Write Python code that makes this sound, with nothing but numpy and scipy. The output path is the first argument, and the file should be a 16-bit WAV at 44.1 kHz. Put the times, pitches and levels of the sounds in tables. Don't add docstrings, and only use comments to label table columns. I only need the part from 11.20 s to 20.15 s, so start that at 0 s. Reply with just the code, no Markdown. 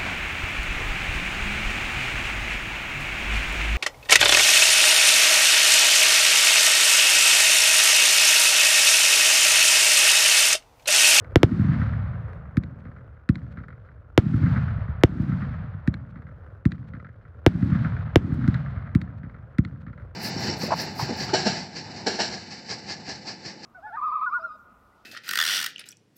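import sys
import numpy as np
from scipy import signal
from scipy.fft import rfft, irfft, next_fast_len
from scipy.io import wavfile
from scipy.ndimage import uniform_filter1d

SR = 44100
rng = np.random.default_rng(int(sys.argv[2]) if len(sys.argv) > 2 else 0)


def wav_record(signal):
    frames = np.transpose(np.atleast_2d(signal))
    bounded = np.clip(frames, -1, 1)
    quanta = np.round(bounded * 32767).astype(np.int16)
    wavfile.write(sys.argv[1], SR, quanta)


N = 394694
SIZE = 8192
HZ = np.fft.rfftfreq(SIZE, 1 / SR)

# (frequency [Hz], level [dB])
THUMP = [(20, -0.5), (40, 20), (70, 37.5), (120, 42), (250, 38), (335, 28.5), (400, -1.5), (600, -36),
         (1000, -16.5), (4000, -40.5)]


def bursts():
    # (time [s], bang [dB], low roll [dB], bright roll [dB], low roll pitch [ratio])
    shells = [(0.158, -1.5, -3.5, -4, 1.2), (0.2317, -1.5, -0.5, -2, 1.077), (2.9774, -1.5, 2, 0, 1.07),
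              (3.8358, -0.5, -4, -5, 1.116), (6.2639, -1, -0.5, -1.2, 1.123),
              (6.9583, -1.5, -3.5, -4, 1.19)]
    # (delay [s], boom [dB], knock [dB], spread [s])
    house_rows = [(.081, -13.5, -15.5, .006), (0.158, -6, -11, 0.013), (0.251, -10, -3.5, 0.039),
                  (.283, -9.5, -1.5, 0.013), (0.382, -12.5, 3, 0.02), (0.502, -27, -3, .008),
                  (0.599, -19, -14, 0.0076), (0.702, -18, -11.5, .008)]
    low_shape = dict(start_db=-33, peak_s=.27, peak_db=-20.5, fall_db_per_s=26.5)
    bright_shape = dict(start_db=-53, peak_s=0.37, peak_db=-41.5, fall_db_per_s=20)
    out = np.zeros(N)
    for s, bang_db, low_db, bright_db, pitch in shells:
        add(out, s, amp(bang_db) * bang())
        for delay, boom_db, knock_db, spread_s in house_rows:
            add(out, s + delay, house_echo(delay, spread_s, low_db + boom_db, bright_db + knock_db))
        low, bright = roll(low_shape, bright_shape, pitch, length_s=2.3, sink=0.96, air_db=7.0,
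                           grain_db=0.87, clump_db=1.3, ground_db=-23, ground_s=0.0069)
        add(out, s, amp(low_db) * low + amp(bright_db) * bright)
        walls = small_walls(first_s=0.15, last_s=1.2, level_db=-4, fall_db_per_s=11,
                            spread_s=0.0017, count=12)
        add(out, s, amp(bright_db) * walls)
    return out


def bang(push_s=.00485, fall_share=.92, fall_hz=460, spray_db=-20, spray_s=0.014):
    # (frequency [Hz], level [dB])
    shock = [(20, 23), (55, 31), (100, 38), (300, 35), (400, 40.5), (520, 30.5), (700, 28.5), (930, 21.5),
             (1200, 17.5), (2100, 21), (3100, 17.5), (5200, 7.5), (8800, -9.5), (12000, -8.5), (15900, -26)]
    # (centre [Hz], half-width [Hz], depth [dB])
    notches = [(740, 21, 6), (2546, 76, 12), (4030, 100, 9.5), (4550, 200, 13), (6670, 60, 6),
               (10600, 200, 16), (14030, 410, 0)]
    housing_db = sum(db / (1 + ((HZ - hz) / width) ** 2) for hz, width, db in notches)
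    front = pulse(curve_db(shock, HZ) - housing_db)
    fall = fall_share / (1 + (HZ / fall_hz) ** 3) * np.exp(-2j * np.pi * HZ * push_s)
    noise = noise_tail(spray_s)
    spray = amp(spray_db) * rfft(noise) / np.linalg.norm(noise) * HZ / (HZ + 600)
    return irfft(rfft(front, SIZE) * (1 - fall + spray))


def launches(wall_s=.0655, wall_thump_db=-20.5, wall_spread_s=.002, house_spread_s=0.0055):
    # (time [s], thump [dB], muzzle crack [dB], crack thrown to far houses [dB],
    # treble tilt [dB/octave], slap off the near wall [dB])
    tubes = [(1.37, -5, 2, -7.5, 2, -6), (2.09, -3, 5, -1.5, 0.5, -1), (4.675, -5, 3.5, -7, -1, 1.5),
             (5.4535, -3, 1.5, -2.5, -0.5, 0.5), (7.2776, -4.5, -2.5, -2.5, 3.5, 2.5),
             (7.75, -2.8, 1, -6, 2.5, -0.5), (8.384, -3.1, 3, -4.5, -0.5, -0.5)]
    # (delay [s], boom [dB], knock [dB])
    house_fronts = [(.282, -19.5, -8), (0.296, -27.5, -11.5), (.312, -23, -15.5), (0.346, -32, -10.5),
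                    (0.393, -33, -9.5), (.413, -32.5, -13), (.436, -33.5, -15.5), (.598, -36.5, -16.5)]
    # (frequency [Hz], level [dB])
    slap_colour = [(100, -27), (900, -15.5), (1400, -2), (2100, -1), (2900, -20.5), (4100, -9), (5200, -31),
                   (7500, -34.5), (9500, -57), (16000, -55.5)]
    low_shape = dict(start_db=-43.5, peak_s=0.012, peak_db=-30.5, fall_db_per_s=32)
    bright_shape = dict(start_db=-82, peak_s=0.068, peak_db=-61, fall_db_per_s=23.5)
    low, bright = roll(low_shape, bright_shape, pitch=0.93, length_s=1.2, sink=0.92, air_db=2.5,
                       grain_db=2.0, clump_db=6.5, ground_db=-40, ground_s=0.011)
    walls = small_walls(first_s=.085, last_s=.8, level_db=-17, fall_db_per_s=10, spread_s=.002, count=18)
    thump = pulse(curve_db(THUMP, HZ))
    out = np.zeros(N)
    for s, thump_db, crack_db, thrown_db, tilt_db, slap_db in tubes:
        add(out, s, amp(thump_db) * thump + amp(crack_db) * crack(tilt_db))
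        slap = smear(pulse(curve_db(slap_colour, HZ)), wall_spread_s)
        add(out, s + wall_s, amp(thump_db + wall_thump_db) * thump + amp(slap_db) * slap)
        for delay, boom_db, knock_db in house_fronts:
            echo = house_echo(delay, house_spread_s, thump_db + boom_db, thrown_db + knock_db)
            add(out, s + delay, echo)
        add(out, s, amp(thump_db) * low + amp(thrown_db) * bright)
        add(out, s, amp(thrown_db) * walls)
    return out


def crack(tilt_db, spit_s=0.0022):
    # (frequency [Hz], level [dB])
    snap = [(100, -4.5), (500, -2.5), (900, -18), (1300, 3), (1950, 4.5), (2350, -2), (3000, -17),
            (3900, -12.5), (6000, -25.5), (10000, -37), (16000, -43)]
    octaves = np.log2(np.clip(HZ, 1000, 5000) / 2000)
    return smear(pulse(curve_db(snap, HZ) + tilt_db * octaves), spit_s)


def roll(low_shape, bright_shape, pitch, length_s, sink, air_db, grain_db, clump_db, ground_db, ground_s):
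    # (frequency [Hz], relative level [dB])
    low_colour = [(15, -40.5), (35, -23), (65, -1), (120, 9), (200, 1), (280, -11.5), (350, -31),
                  (430, -36), (900, -61), (3000, -100)]
    # (frequency [Hz], relative level [dB])
    bright_colour = [(150, -24), (400, -6.5), (600, 1.5), (900, -2.5), (1400, 4), (2000, -4), (2800, -13.5),
                     (4200, -17), (6500, -31), (9500, -39.5), (12000, -45.5), (16000, -54)]
    middle_s = 0.26

    def sinking(hz, age):
        ratio = pitch * np.exp(-sink * (np.minimum(age, .62) - middle_s))
        return curve_db(low_colour, hz / ratio)

    def dulling(hz, age):
        absorbed_db = air_db * np.minimum(hz, 8000) / 1000 * (np.clip(age, .17, 1.1) - middle_s)
        return curve_db(bright_colour, hz) - absorbed_db

    t = np.arange(int(length_s * SR)) / SR
    low = rumble(len(t), sinking, grain_db=3.0)
    bright = scatter(len(t), dulling, grain_db, size=512)
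    low /= np.sqrt(uniform_filter1d(low ** 2, size=3600) + 1e-9)
    clumps = clump_db * flicker(len(t), step_s=0.0091)
    splash = amp(ground_db) * np.exp(-t / ground_s)
    return low * amp(swell(t, **low_shape)), bright * (amp(swell(t, **bright_shape) + clumps) + splash)


def swell(t, start_db, peak_s, peak_db, fall_db_per_s):
    return np.interp(t, [0, peak_s], [start_db, peak_db]) - fall_db_per_s * np.maximum(t - peak_s, 0)


def house_echo(delay, spread_s, boom_db, knock_db):
    ground_loss_db = 22 * delay * np.minimum(HZ / 300, 2) ** 2
    boom = pulse(curve_db(THUMP, HZ) - ground_loss_db)
    return amp(boom_db) * boom + amp(knock_db) * knock(delay, spread_s)


def small_walls(first_s, last_s, level_db, fall_db_per_s, spread_s, count):
    out = np.zeros(int(last_s * SR) + SIZE)
    for k, (place, strength) in enumerate(rng.random((count, 2))):
        delay = first_s + (last_s - first_s) * (k + place) / count
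        add(out, delay, strength * amp(level_db - fall_db_per_s * delay) * knock(delay, spread_s))
    return out


def knock(delay, spread_s, air_db_per_khz_s=9):
    # (frequency [Hz], level [dB])
    hollow = [(100, -15.5), (500, -3.5), (900, -11), (1300, 8.5), (2100, 0), (2700, -19.5), (4200, -18.5),
              (6000, -33), (10000, -61.5)]
    absorbed_db = air_db_per_khz_s * delay * np.maximum(HZ - 2000, 0) / 1000
    return smear(pulse(curve_db(hollow, HZ) - absorbed_db), spread_s)


def night(bed_db=-45.5, linger_db=-40.5, fall_db_per_s=14, swell_db=2):
    # (frequency [Hz], relative level [dB])
    bed_colour = [(18, -40.5), (35, -15.5), (65, 2.5), (100, 6), (160, -16.5), (250, -18.5), (370, -21.5),
                  (520, -15.5), (850, -29), (1400, -22.5), (2100, -38), (2900, -48), (4200, -56),
                  (8000, -68.5)]
    # (time [s], peak [dB])
    pops = [(0.0448, -36), (1.132, -38), (3.81, -39)]
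    level = amp(bed_db) + amp(linger_db - fall_db_per_s * np.arange(N) / SR)
    wander = amp(swell_db * flicker(N, step_s=0.14))
    out = level * wander * rumble(N, lambda hz, age: curve_db(bed_colour, hz), grain_db=4.0)
    for s, peak_db in pops:
        pop = crack(tilt_db=-4.5)
        add(out, s, amp(peak_db) * pop / abs(pop).max())
    return out


def rumble(length, colour, grain_db):
    low_cut = signal.butter(4, 42, "high", fs=SR, output="sos")
    return signal.sosfilt(low_cut, scatter(length, colour, grain_db, size=2048))


def scatter(length, colour, grain_db, size):
    grains = amp(grain_db * np.repeat(rng.standard_normal(length // 64 + 1), 64)[:length])
    noise = rng.standard_normal(length) * grains / np.sqrt(np.mean(grains ** 2))
    hz, age, frames = signal.stft(noise, SR, nperseg=size)
    gain = amp(colour(hz[:, None], age))
    gain /= np.sqrt(np.mean(gain ** 2, 0))
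    return signal.istft(frames * gain, SR, nperseg=size)[1][:length]


def pulse(db):
    log_gain = np.log(amp(np.maximum(db, -100)))
    mirrored = np.concatenate([log_gain, log_gain[-2:0:-1]])
    return np.fft.ifft(np.exp(np.conj(signal.hilbert(mirrored)))).real[:SIZE // 2]


def smear(sound, decay_s):
    diffusion = rfft(noise_tail(decay_s))
    diffusion /= np.sqrt(uniform_filter1d(abs(diffusion) ** 2, size=160))
    return irfft(rfft(sound, SIZE) * diffusion)[:SIZE // 2]


def noise_tail(decay_s):
    return rng.standard_normal(SIZE) * np.exp(-np.arange(SIZE) / SR / decay_s)


def flicker(length, step_s):
    steps = np.arange(length) / (step_s * SR)
    return np.interp(steps, np.arange(SIZE), rng.standard_normal(SIZE))


def curve_db(points, hz):
    point_hz, db = np.transpose(points)
    return np.interp(np.log(hz + 1), np.log(point_hz), db)


def amp(db):
    return 10 ** (np.asarray(db) / 20)


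def add(mix, s, sound):
    part = mix[max(round(s * SR), 0):][:len(sound)]
    part += sound[:len(part)]


def scene():
    return (bursts() + launches() + night())[None]


def record(dry, bass_lag_s=.024, lag_hz=80, ceiling=.85, top_hz=15900):
    length = next_fast_len(N + SIZE)
    hz = np.fft.rfftfreq(length, 1 / SR)
    lag_s = bass_lag_s / (1 + (hz / lag_hz) ** 1.4)
    allpass = np.exp(-2j * np.pi * np.cumsum(lag_s) * hz[1])
    chirped = irfft(rfft(dry, length) * allpass, length)[:, :N]
    rounded = chirped / (1 + (chirped / ceiling) ** 8) ** (1 / 8)
    high_cut = signal.firwin(255, top_hz, window=("kaiser", 9), fs=SR)
    return signal.oaconvolve(rounded, high_cut[None], "same")


dry = scene()
out = record(dry)
wav_record(out)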